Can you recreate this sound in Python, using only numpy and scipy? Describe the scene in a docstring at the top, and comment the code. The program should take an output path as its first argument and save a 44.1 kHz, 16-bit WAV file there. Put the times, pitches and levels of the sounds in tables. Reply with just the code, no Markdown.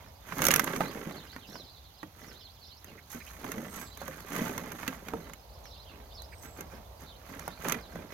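"""On a garden lawn, a stereo pair stands close to a puppy among empty plastic bottles in a dry paddling pool.
In the first second thin bottle walls buckle in a burst of snaps; bottles and paws knock on the hollow floor.
The pile quietens and small birds twitter further off. From about 3 s ribs rub, crinkle and squeak again,
with more snaps and knocks. The birds come through a second lull, and a last flurry follows near 7.7 s.
Distant traffic hums faintly throughout."""
import sys
import numpy as np
from scipy import signal
from scipy.fft import rfft, irfft, next_fast_len
from scipy.io import wavfile
from scipy.ndimage import uniform_filter1d

SR = 44100
rng = np.random.default_rng(int(sys.argv[2]) if len(sys.argv) > 2 else 0)


def digitize_waveform(pressure):
    """Quantize a signal to 16-bit integers and store it at the path in sys.argv[1].

    Rows of a 2-D input are taken as channels; values are limited to [-1, 1].
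    """
    field = np.atleast_2d(pressure).T
    bounded = np.clip(field, -1, 1)
    quanta = np.round(bounded * 32767).astype(np.int16)
    wavfile.write(sys.argv[1], SR, quanta)


N = 358533
TIME = np.arange(N) / SR

# Levels in the tables are relative; each source applies its own gain.
# a bottle wall buckles or is struck: start_s, shell_db, pitch_hz, crack_db
BUCKLES = [(0.323, -33.5, 1370, -67), (0.383, -45, 1560, -38), (0.3917, -32, 1420, -53),
           (0.4197, -27, 2020, -27), (0.441, -43, 2220, -27), (0.4525, -30, 1870, -21),
           (0.4676, -27, 1900, -19), (0.4846, -25.5, 1880, -22), (0.5072, -21.5, 2333, -27.5),
           (0.5133, -30, 2350, -20), (0.5387, -23.5, 1780, -18.5), (0.561, -28.5, 2220, -20),
           (0.5955, -21.5, 1690, -22.5), (0.643, -50, 1870, -31), (0.677, -29.5, 1490, -59),
           (0.7626, -35, 1690, -36), (0.8065, -24, 924, -63), (1.11, -41, 1370, -62),
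           (1.3635, -41, 1300, -52), (1.556, -41, 1080, -66), (2.0305, -39, 1210, -53),
           (2.8445, -53, 1690, -46.5), (3.4432, -37, 1230, -56), (3.5183, -39, 1830, -36.5),
           (3.974, -50, 1800, -45), (4.0164, -40, 980, -53), (4.0801, -39.5, 1375, -42),
           (4.2045, -63, 1790, -47), (4.363, -39, 1540, -39), (4.5788, -35, 1490, -33.5),
           (4.7197, -42, 1690, -41.5), (4.832, -37, 1460, -60), (4.8787, -29.5, 2274, -33.5),
           (4.929, -43, 1450, -63), (5.085, -38, 1690, -43.5), (5.1359, -33.5, 910, -66),
           (5.297, -45.5, 1380, -56), (5.335, -46.5, 1970, -44.5), (5.656, -49.5, 1650, -57),
           (6.22, -64, 2360, -47), (6.6084, -46, 1800, -38), (7.3946, -45.5, 1580, -41.5),
           (7.4788, -34, 930, -39.5), (7.652, -36.5, 1270, -66), (7.685, -33, 1690, -30.5),
           (7.697, -32.5, 1655, -33), (7.722, -29.5, 2196, -26), (7.958, -39.5, 790, -56)]
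# a bottle or paw lands on the pool floor: start_s, level_db, pitch_hz
FLOOR_KNOCKS = [(0.32, -52, 170), (0.378, -38.5, 262), (0.404, -32, 155), (0.486, -31, 548),
                (0.77, -33, 244), (0.806, -30.5, 877), (1.068, -38.5, 187), (1.362, -47.5, 262),
                (1.489, -48, 214), (2.031, -44, 309), (3.148, -39.5, 244), (3.441, -42.5, 222),
                (3.574, -35, 228), (3.77, -43, 200), (4.016, -44.5, 560), (4.085, -41.5, 526),
                (4.416, -33, 242), (4.88, -35.5, 262), (5.136, -31.5, 454), (7.477, -47, 592),
                (7.724, -42.5, 244), (7.957, -44, 176)]
# the puppy shoves the pile: start_s, length_s, rub_db, bump_over_rub_db, crinkle_over_rub_db
PUPPY_SHOVES = [(0.0, 0.05, -57.5, 0.5, -17), (0.29, 0.07, -47.5, 1.5, -14), (0.431, .14, -34.5, 4, -11),
                (0.653, .21, -39.5, 5, -14.5), (0.937, 0.23, -47.5, 8, -13.5),
                (1.236, 0.16, -56.5, 0.5, -12.5), (1.499, 0.083, -59.5, 12, -7),
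                (2.207, 0.14, -56, 5, -11.5), (2.87, 0.085, -59.5, 8.5, -14), (3.124, 0.028, -49, -6, -5),
                (3.264, 0.1, -55, -12, -7), (3.458, 0.21, -47, 8, -12), (3.75, 0.073, -47, 1.5, -7),
                (4.027, 0.19, -49.5, 1.5, -11.5), (4.344, 0.15, -39, 5, -12), (4.54, .19, -46.5, 7, -13),
                (4.797, 0.15, -46.5, 0.5, -12.5), (5.074, 0.21, -53.5, 9, -12), (5.918, .1, -59.5, 7, -29),
                (6.435, 0.0083, -50.5, 4.5, -8.5), (6.58, 0.012, -49, 7, -14),
                (6.725, 0.023, -52, 5.5, -17), (7.013, 0.01, -53.5, 5.5, -10), (7.307, 0.21, -50.5, 4, -14),
                (7.65, 0.089, -39.5, 4, -15), (7.932, 0.1, -53, 9.5, -16), (8.121, .02, -47.5, 6, -17)]
# one bottle slides on another: start_s, pitch_hz, level_db
BOTTLE_SQUEAKS = [(2.91, 2150, -64), (2.975, 2050, -53.5), (3.2, 2250, -50), (3.264, 2450, -52.5),
                  (6.32, 2000, -52)]
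# colours of a bottle's shell, its creasing film and the pool floor: frequency_hz, gain_db
SHELL_COLOUR = [(250, -26.5), (600, -0.5), (1150, 3.5), (1600, 3.5), (2100, 0), (2800, -5.5), (4500, -15),
                (9000, -27.5)]
FILM_COLOUR = [(1500, -12), (3500, -10.5), (5000, -12.5), (6400, 3), (7600, -10), (10000, -7), (12500, 1.5),
               (14000, -5.5), (16000, -10.5)]
FLOOR_COLOUR = [(60, -43.5), (110, -2.5), (170, 4), (250, 3.5), (350, -4.5), (550, -5), (800, -13),
                (2000, -54.5)]
# the main syllable of each run of twitter: start_s, pitch_hz, direction (+1 up, -1 down), level_db
BIRD_CHIRPS = [(0.85, 4260, 1, -50), (1.16, 3900, -1, -51), (1.291, 4180, 1, -54), (1.409, 3040, -1, -55.5),
               (1.518, 5150, -1, -53.5), (1.572, 4000, -1, -51), (1.67, 4100, 1, -56),
               (1.731, 3770, -1, -58), (1.839, 3910, -1, -61), (1.98, 3790, -1, -60),
               (2.265, 5280, -1, -56.5), (2.339, 3900, 1, -56), (2.431, 3950, -1, -52.5),
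               (2.608, 4000, -1, -55), (2.699, 4250, 1, -54), (2.86, 2810, -1, -61.5),
               (3.899, 4090, 1, -56), (3.966, 4050, 1, -57.5), (4.181, 4300, -1, -63.5),
               (5.511, 4760, 1, -62.5), (5.636, 5450, -1, -57), (5.705, 4040, 1, -56),
               (5.774, 3920, 1, -55), (5.86, 2917, -1, -56), (6.119, 5000, 1, -58), (6.16, 4220, -1, -50),
               (6.711, 4900, -1, -67), (7.081, 3485, -1, -54), (7.441, 5470, -1, -61),
               (7.499, 3800, 1, -56.5), (7.823, 3750, -1, -58)]
# a bird's thin, slowly falling whistle: start_s, level_db
BIRD_WHISTLES = [(3.66, -58), (6.31, -63)]
# colour of tyres and engines far off: frequency_hz, gain_db
ROAD_COLOUR = [(28, -12), (58, 16), (110, 1), (250, -14), (600, -2.5), (950, -6.5), (1700, -26),
               (5000, -34)]
# the far traffic ebbs and swells: time_s, level_db
TRAFFIC_LEVELS = [(0, -52.5), (2.4, -63.5), (5.6, -51), (8.1, -53.5)]
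# colour of the outdoor rumble and the microphones' own high hiss: frequency_hz, gain_db
BACKGROUND_COLOUR = [(28, -27), (56, -1.5), (85, 3.5), (150, -12), (350, -26.5), (800, -15), (1700, -27.5),
                     (4000, -25.5), (6300, -31), (8200, -48), (12500, -26.5), (16000, -35)]
# the microphone pair: frequency_hz, side_minus_mid_db, balance_db (positive leans left)
MIC_PAIR = [(60, -15.5, 1.5), (199, -23.5, -1.5), (660, -3.5, -4), (1310, -1, -8), (2230, -0.5, -12.5),
            (4070, 3, -6), (12400, 0, -6)]

SHELL_HZ = 1570  # pitch of an average bottle
# a shove builds (a long one more slowly), sags, then the pile settles; times are for 20 dB
BUILD_S, BUILD_PER_LENGTH, SAG_DB_PER_S, SETTLE_S = 0.032, 0.51, 17.5, 0.099
SYLLABLE_S, GLIDE_OCTAVES, BIRD_RASP = 0.054, 0.38, 0.032
TWITTER_HZ = 4224  # the softer notes of a run lean towards this pitch


def bottle_snaps(shell_db, crack_db, dent_db, dent_t60, span_s):
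    """Close by, each buckle cracks the film and rings the hollow bottle; levels are means over span_s."""
    out = np.zeros((2, N))
    for start, hollow_db, pitch_hz, bright_db in BUCKLES:
        hollow = [(hz * pitch_hz / SHELL_HZ, db) for hz, db in SHELL_COLOUR]
        shell = ring(hollow, t60=.032, tail_db=-15, tail_t60=.13, direct=.55)
        # the dented panel has a few resonances of its own
        dent = sum(mode(pitch_hz * ratio * rng.uniform(.78, 1.13), dent_t60) for ratio in (.75, 1.05, 1.4))
        add(out, start, undb(hollow_db) * (undb(shell_db) * shell + undb(dent_db) * dent))
        film_colour = [(hz, db + rng.standard_normal()) for hz, db in FILM_COLOUR]
        film = ring(film_colour, t60=.017, tail_db=-22, tail_t60=.07, direct=.2)
        slips = crease()
        crack = signal.fftconvolve(film, slips[None], axes=1)
        add(out, start - len(slips) / SR, undb(bright_db + crack_db) * crack)
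    return out * np.sqrt(span_s * SR)


def crease(lead_s=0.0016, count=5):
    """A crease starts with a few tiny slips and then gives way at once; energy 1."""
    slips = np.zeros(int(lead_s * SR) + 2)
    slips[rng.integers(len(slips) - 1, size=count)] = 0.17 * rng.standard_normal(count)
    slips[-1] = 1
    return slips / np.sqrt(np.sum(slips ** 2))


def floor_knocks(body_db, tone_db, tone_t60, span_s):
    """The pool floor thuds dully, with one resonance standing out; levels are means over span_s."""
    out = np.zeros((2, N))
    for start, db, hz in FLOOR_KNOCKS:
        body = ring(FLOOR_COLOUR, t60=.16, tail_db=-11, tail_t60=.3, direct=.15)
        add(out, start, undb(db) * (undb(body_db) * body + undb(tone_db) * mode(hz, tone_t60)))
    return out * np.sqrt(span_s * SR)


def shifting_pile():
    """With each shove tiny creases tick first, then ribs rub and bottles bump on the floor."""
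    _, _, force_db, floor_db, film_db = np.transpose(PUPPY_SHOVES)
    bump_db = shove_level(force_db + floor_db, rest_db=-66.5, lag_s=.008)
    rub_db = shove_level(force_db, rest_db=-74.5)
    crinkle_db = shove_level(force_db + film_db, rest_db=-75.5, lag_s=-.0073)
    bump = contacts(bump_db, FLOOR_COLOUR, per_s=300, t60=.077, pitch_hz=279.4, tone_db=-7)
    rub = contacts(rub_db, SHELL_COLOUR, per_s=520, t60=.032, pitch_hz=1450, tone_db=-4)
    crinkle = contacts(crinkle_db, FILM_COLOUR, per_s=1700, t60=.015, pitch_hz=8200, tone_db=-22)
    return undb(-3) * bump + undb(0.46) * rub + undb(8.5) * crinkle


def shove_level(levels_db, rest_db, lag_s=0):
    """All shoves together in dB: each builds, sags and settles, and the pile never quite rests."""
    t = TIME[::100] - lag_s
    power = undb(rest_db) ** 2
    for (start, length, *_), db in zip(PUPPY_SHOVES, levels_db):
        build = np.maximum(start - t, 0) / (BUILD_S + BUILD_PER_LENGTH * length)
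        sag_db = SAG_DB_PER_S * np.clip(t - start, 0, length)
        settle = np.maximum(t - start - length, 0) / SETTLE_S
        power = power + undb(db - sag_db - 20 * (build + settle)) ** 2
    return np.interp(TIME - lag_s, t, 10 * np.log10(power))


def contacts(level_db, colour, per_s, t60, pitch_hz, tone_db, count=14, samples=4096):
    """Many small contacts of uneven strength, shared among bottles that each ring at their own pitch."""
    touches = rng.random(N) < per_s / SR
    strength = touches * undb(6.5 * np.minimum(rng.standard_normal(N), 2.3))
    # the push of the moment is shared out among the contacts that give way
    local_power = uniform_filter1d(uniform_filter1d(strength ** 2, SR // 20), SR // 20)
    blows = strength / np.sqrt(np.abs(local_power) + 1e-9) * undb(level_db)
    bottles = []
    for bottle in range(count):
        wall = ring(colour, t60, tail_db=-16, tail_t60=.12, direct=.4, samples=samples)
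        octaves = 1.636 * ((bottle + rng.random()) / count - .5)
        tone = mode(pitch_hz * 2 ** octaves, 2.25 * t60, samples)
        bottles.append(wall + undb(tone_db) * tone)
    owner = rng.integers(count, size=N)
    out = np.zeros((2, N))
    for i in np.flatnonzero(blows):
        add(out, TIME[i], blows[i] * bottles[owner[i]])
    return out


def bottle_squeaks(length_s=0.0286, rise=0.041):
    """Plastic sticks and slips on plastic: a short, rough, slightly rising note."""
    out = np.zeros(N)
    for start, hz, db in BOTTLE_SQUEAKS:
        add(out, start, undb(db) * slur(length_s, hz * (1 - rise), hz * (1 + rise), rasp=0.172))
    return out


def birds(twitter_db, far_db, far_count=170, note_s=.024):
    """Small birds around the garden: raspy slurs amid quick softer notes, and two thin whistles."""
    song = np.zeros(N)
    for start, middle_hz, direction, db in BIRD_CHIRPS:
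        half_glide = 2 ** (direction * GLIDE_OCTAVES / 2)
        add(song, start, undb(db) * slur(SYLLABLE_S, middle_hz / half_glide, middle_hz * half_glide))
        # each comes in a run of softer up and down notes
        for lag, pitch, sweep in rng.uniform(-1.1, 1, size=(5, 3)):
            hz = np.sqrt(middle_hz * TWITTER_HZ) * (1 + .24 * pitch)
            glide = 0.137 * np.sign(sweep)
            note = slur(note_s, hz * (1 - glide), hz * (1 + glide))
            add(song, start + 0.011 + .06 * lag, undb(db + twitter_db) * note)
    for start, db in BIRD_WHISTLES:
        whistle = slur(length_s=0.27, start_hz=8300, end_hz=7450, waver=0.035, rasp=0.0071)
        add(song, start, undb(db) * whistle)
    # other birds further off
    for when, first, last in rng.random((far_count, 3)):
        note = slur(note_s, start_hz=3000 * 2 ** first, end_hz=2900 * 1.8 ** last)
        add(song, when * TIME[-1], undb(far_db) * note)
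    return song


def garden_echo(song, direct_db, echo_db, t60):
    """Birdsong reaches the microphones directly and smeared by echoes from fences and houses."""
    t = TIME[:SR // 2]
    walls = stereo_noise(len(t)) * fade(t, t60) * (1 - fade(t, 0.0043))
    walls /= np.sqrt(np.sum(walls ** 2) / 2)
    echo = signal.oaconvolve(song[None], walls, axes=1)[:, :N]
    return undb(direct_db) * song + undb(echo_db) * echo


def far_traffic(swell_db):
    """Tyres and engines on a distant road: a low hum that ebbs and swells."""
    swell = np.interp(TIME, np.linspace(0, TIME[-1], 40), rng.standard_normal(40))
    level_db = np.interp(TIME, *np.transpose(TRAFFIC_LEVELS)) + swell_db * swell
    return undb(level_db) * unit(tint(stereo_noise(N), ROAD_COLOUR))


def rumble_and_mic_hiss(level_db):
    """Steady outdoor rumble with the microphones' own high hiss."""
    return undb(level_db) * unit(tint(stereo_noise(N), BACKGROUND_COLOUR))


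def ring(colour, t60, tail_db, tail_t60, direct, samples=8192):
    """A blow on crowded plastic modes, with a weaker tail from the bottles around; energy 1 a channel."""
    t = TIME[:samples]
    y = stereo_noise(samples) * (fade(t, t60) + undb(tail_db) * fade(t, tail_t60))
    y[:, 0] += direct * np.sqrt(np.sum(y ** 2) / 2)  # the wall's first push reaches both microphones
    y = tint(y, colour)
    return y / np.sqrt(np.sum(y ** 2) / 2)


def mode(hz, t60, samples=8192):
    """One dying resonance; energy 1."""
    t = TIME[:samples]
    y = np.sin(2 * np.pi * hz * t) * fade(t, t60)
    return y / np.sqrt(np.sum(y ** 2))


def slur(length_s, start_hz, end_hz, waver=0.0288, rasp=BIRD_RASP, flutter_s=.0012):
    """One whistled glide; a fast flutter of the pitch makes it raspy; rms 1."""
    progress = np.linspace(0, 1, int(length_s * SR))
    bend = progress ** 1.2 if end_hz < start_hz else progress
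    wobble = np.interp(progress, np.linspace(0, 1, 10), rng.standard_normal(10))
    flutter = np.interp(progress * length_s / flutter_s, np.arange(512), rng.standard_normal(512))
    glide_hz = start_hz + (end_hz - start_hz) * (bend + 3 * waver * wobble)
    phase = 2 * np.pi * np.cumsum(glide_hz * (1 + rasp * flutter)) / SR
    return unit(np.sin(phase) * np.sqrt(progress * (1 - progress)))


def stereo_noise(samples):
    """Noise at the two microphones: alike in the bass, unrelated in the treble."""
    mid, side = rng.standard_normal((2, samples))
    side = tint(side, [(hz, side_db) for hz, side_db, _ in MIC_PAIR])
    return np.array([mid + side, mid - side])


def tint(x, points):
    """Causal filter whose gain follows (frequency_hz, gain_db) points."""
    size = next_fast_len(x.shape[-1] + 4096)
    size += size % 2
    hz, db = np.transpose(points)
    bin_hz = np.arange(size // 2 + 1) * SR / size
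    gain = undb(np.interp(np.log(bin_hz + 1), np.log(hz), db))
    # folding the cepstrum gives minimum phase
    cepstrum = irfft(np.log(gain))
    cepstrum[1:size // 2] *= 2
    cepstrum[size // 2 + 1:] = 0
    return irfft(rfft(x, size) * np.exp(rfft(cepstrum)))[..., :x.shape[-1]]


def fade(t, t60):
    """Exponential decay, 60 dB down after t60 seconds."""
    return np.exp(-np.log(1000) * t / t60)


def undb(db):
    """Decibels to amplitude."""
    return 10 ** (np.asarray(db) / 20)


def unit(x):
    """Scale to rms 1."""
    return x / np.sqrt(np.mean(x ** 2))


def add(out, start_s, y):
    """Mix y into out from start_s on."""
    start = max(int(start_s * SR), 0)
    y = y[..., :max(N - start, 0)]
    out[..., start:start + y.shape[-1]] += y


def scene():
    """The pool close up, birds around the garden, the road far behind."""
    snaps = bottle_snaps(shell_db=-2, crack_db=-1, dent_db=-9.5, dent_t60=0.047, span_s=0.008)
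    knocks = floor_knocks(body_db=-1.5, tone_db=0, tone_t60=0.11, span_s=0.013)
    pool = snaps + knocks + shifting_pile() + bottle_squeaks()
    song = birds(twitter_db=-4, far_db=-64)
    birdsong = garden_echo(song, direct_db=-4.5, echo_db=-5, t60=0.15)
    return pool + birdsong + far_traffic(swell_db=1.5) + rumble_and_mic_hiss(level_db=-56)


def record(dry, top_hz=15900):
    """The right microphone faces the pool and hears more of the treble; the top is cut."""
    left = [(hz, 10 * np.log10(2 / (1 + undb(-balance_db) ** 2))) for hz, _, balance_db in MIC_PAIR]
    right = [(hz, 10 * np.log10(2 / (1 + undb(balance_db) ** 2))) for hz, _, balance_db in MIC_PAIR]
    heard = np.array([tint(dry[0], left), tint(dry[1], right)])
    top_cut = signal.ellip(10, .2, 80, top_hz, fs=SR, output="sos")
    return signal.sosfilt(top_cut, heard)


dry = scene()
out = record(dry)
digitize_waveform(out)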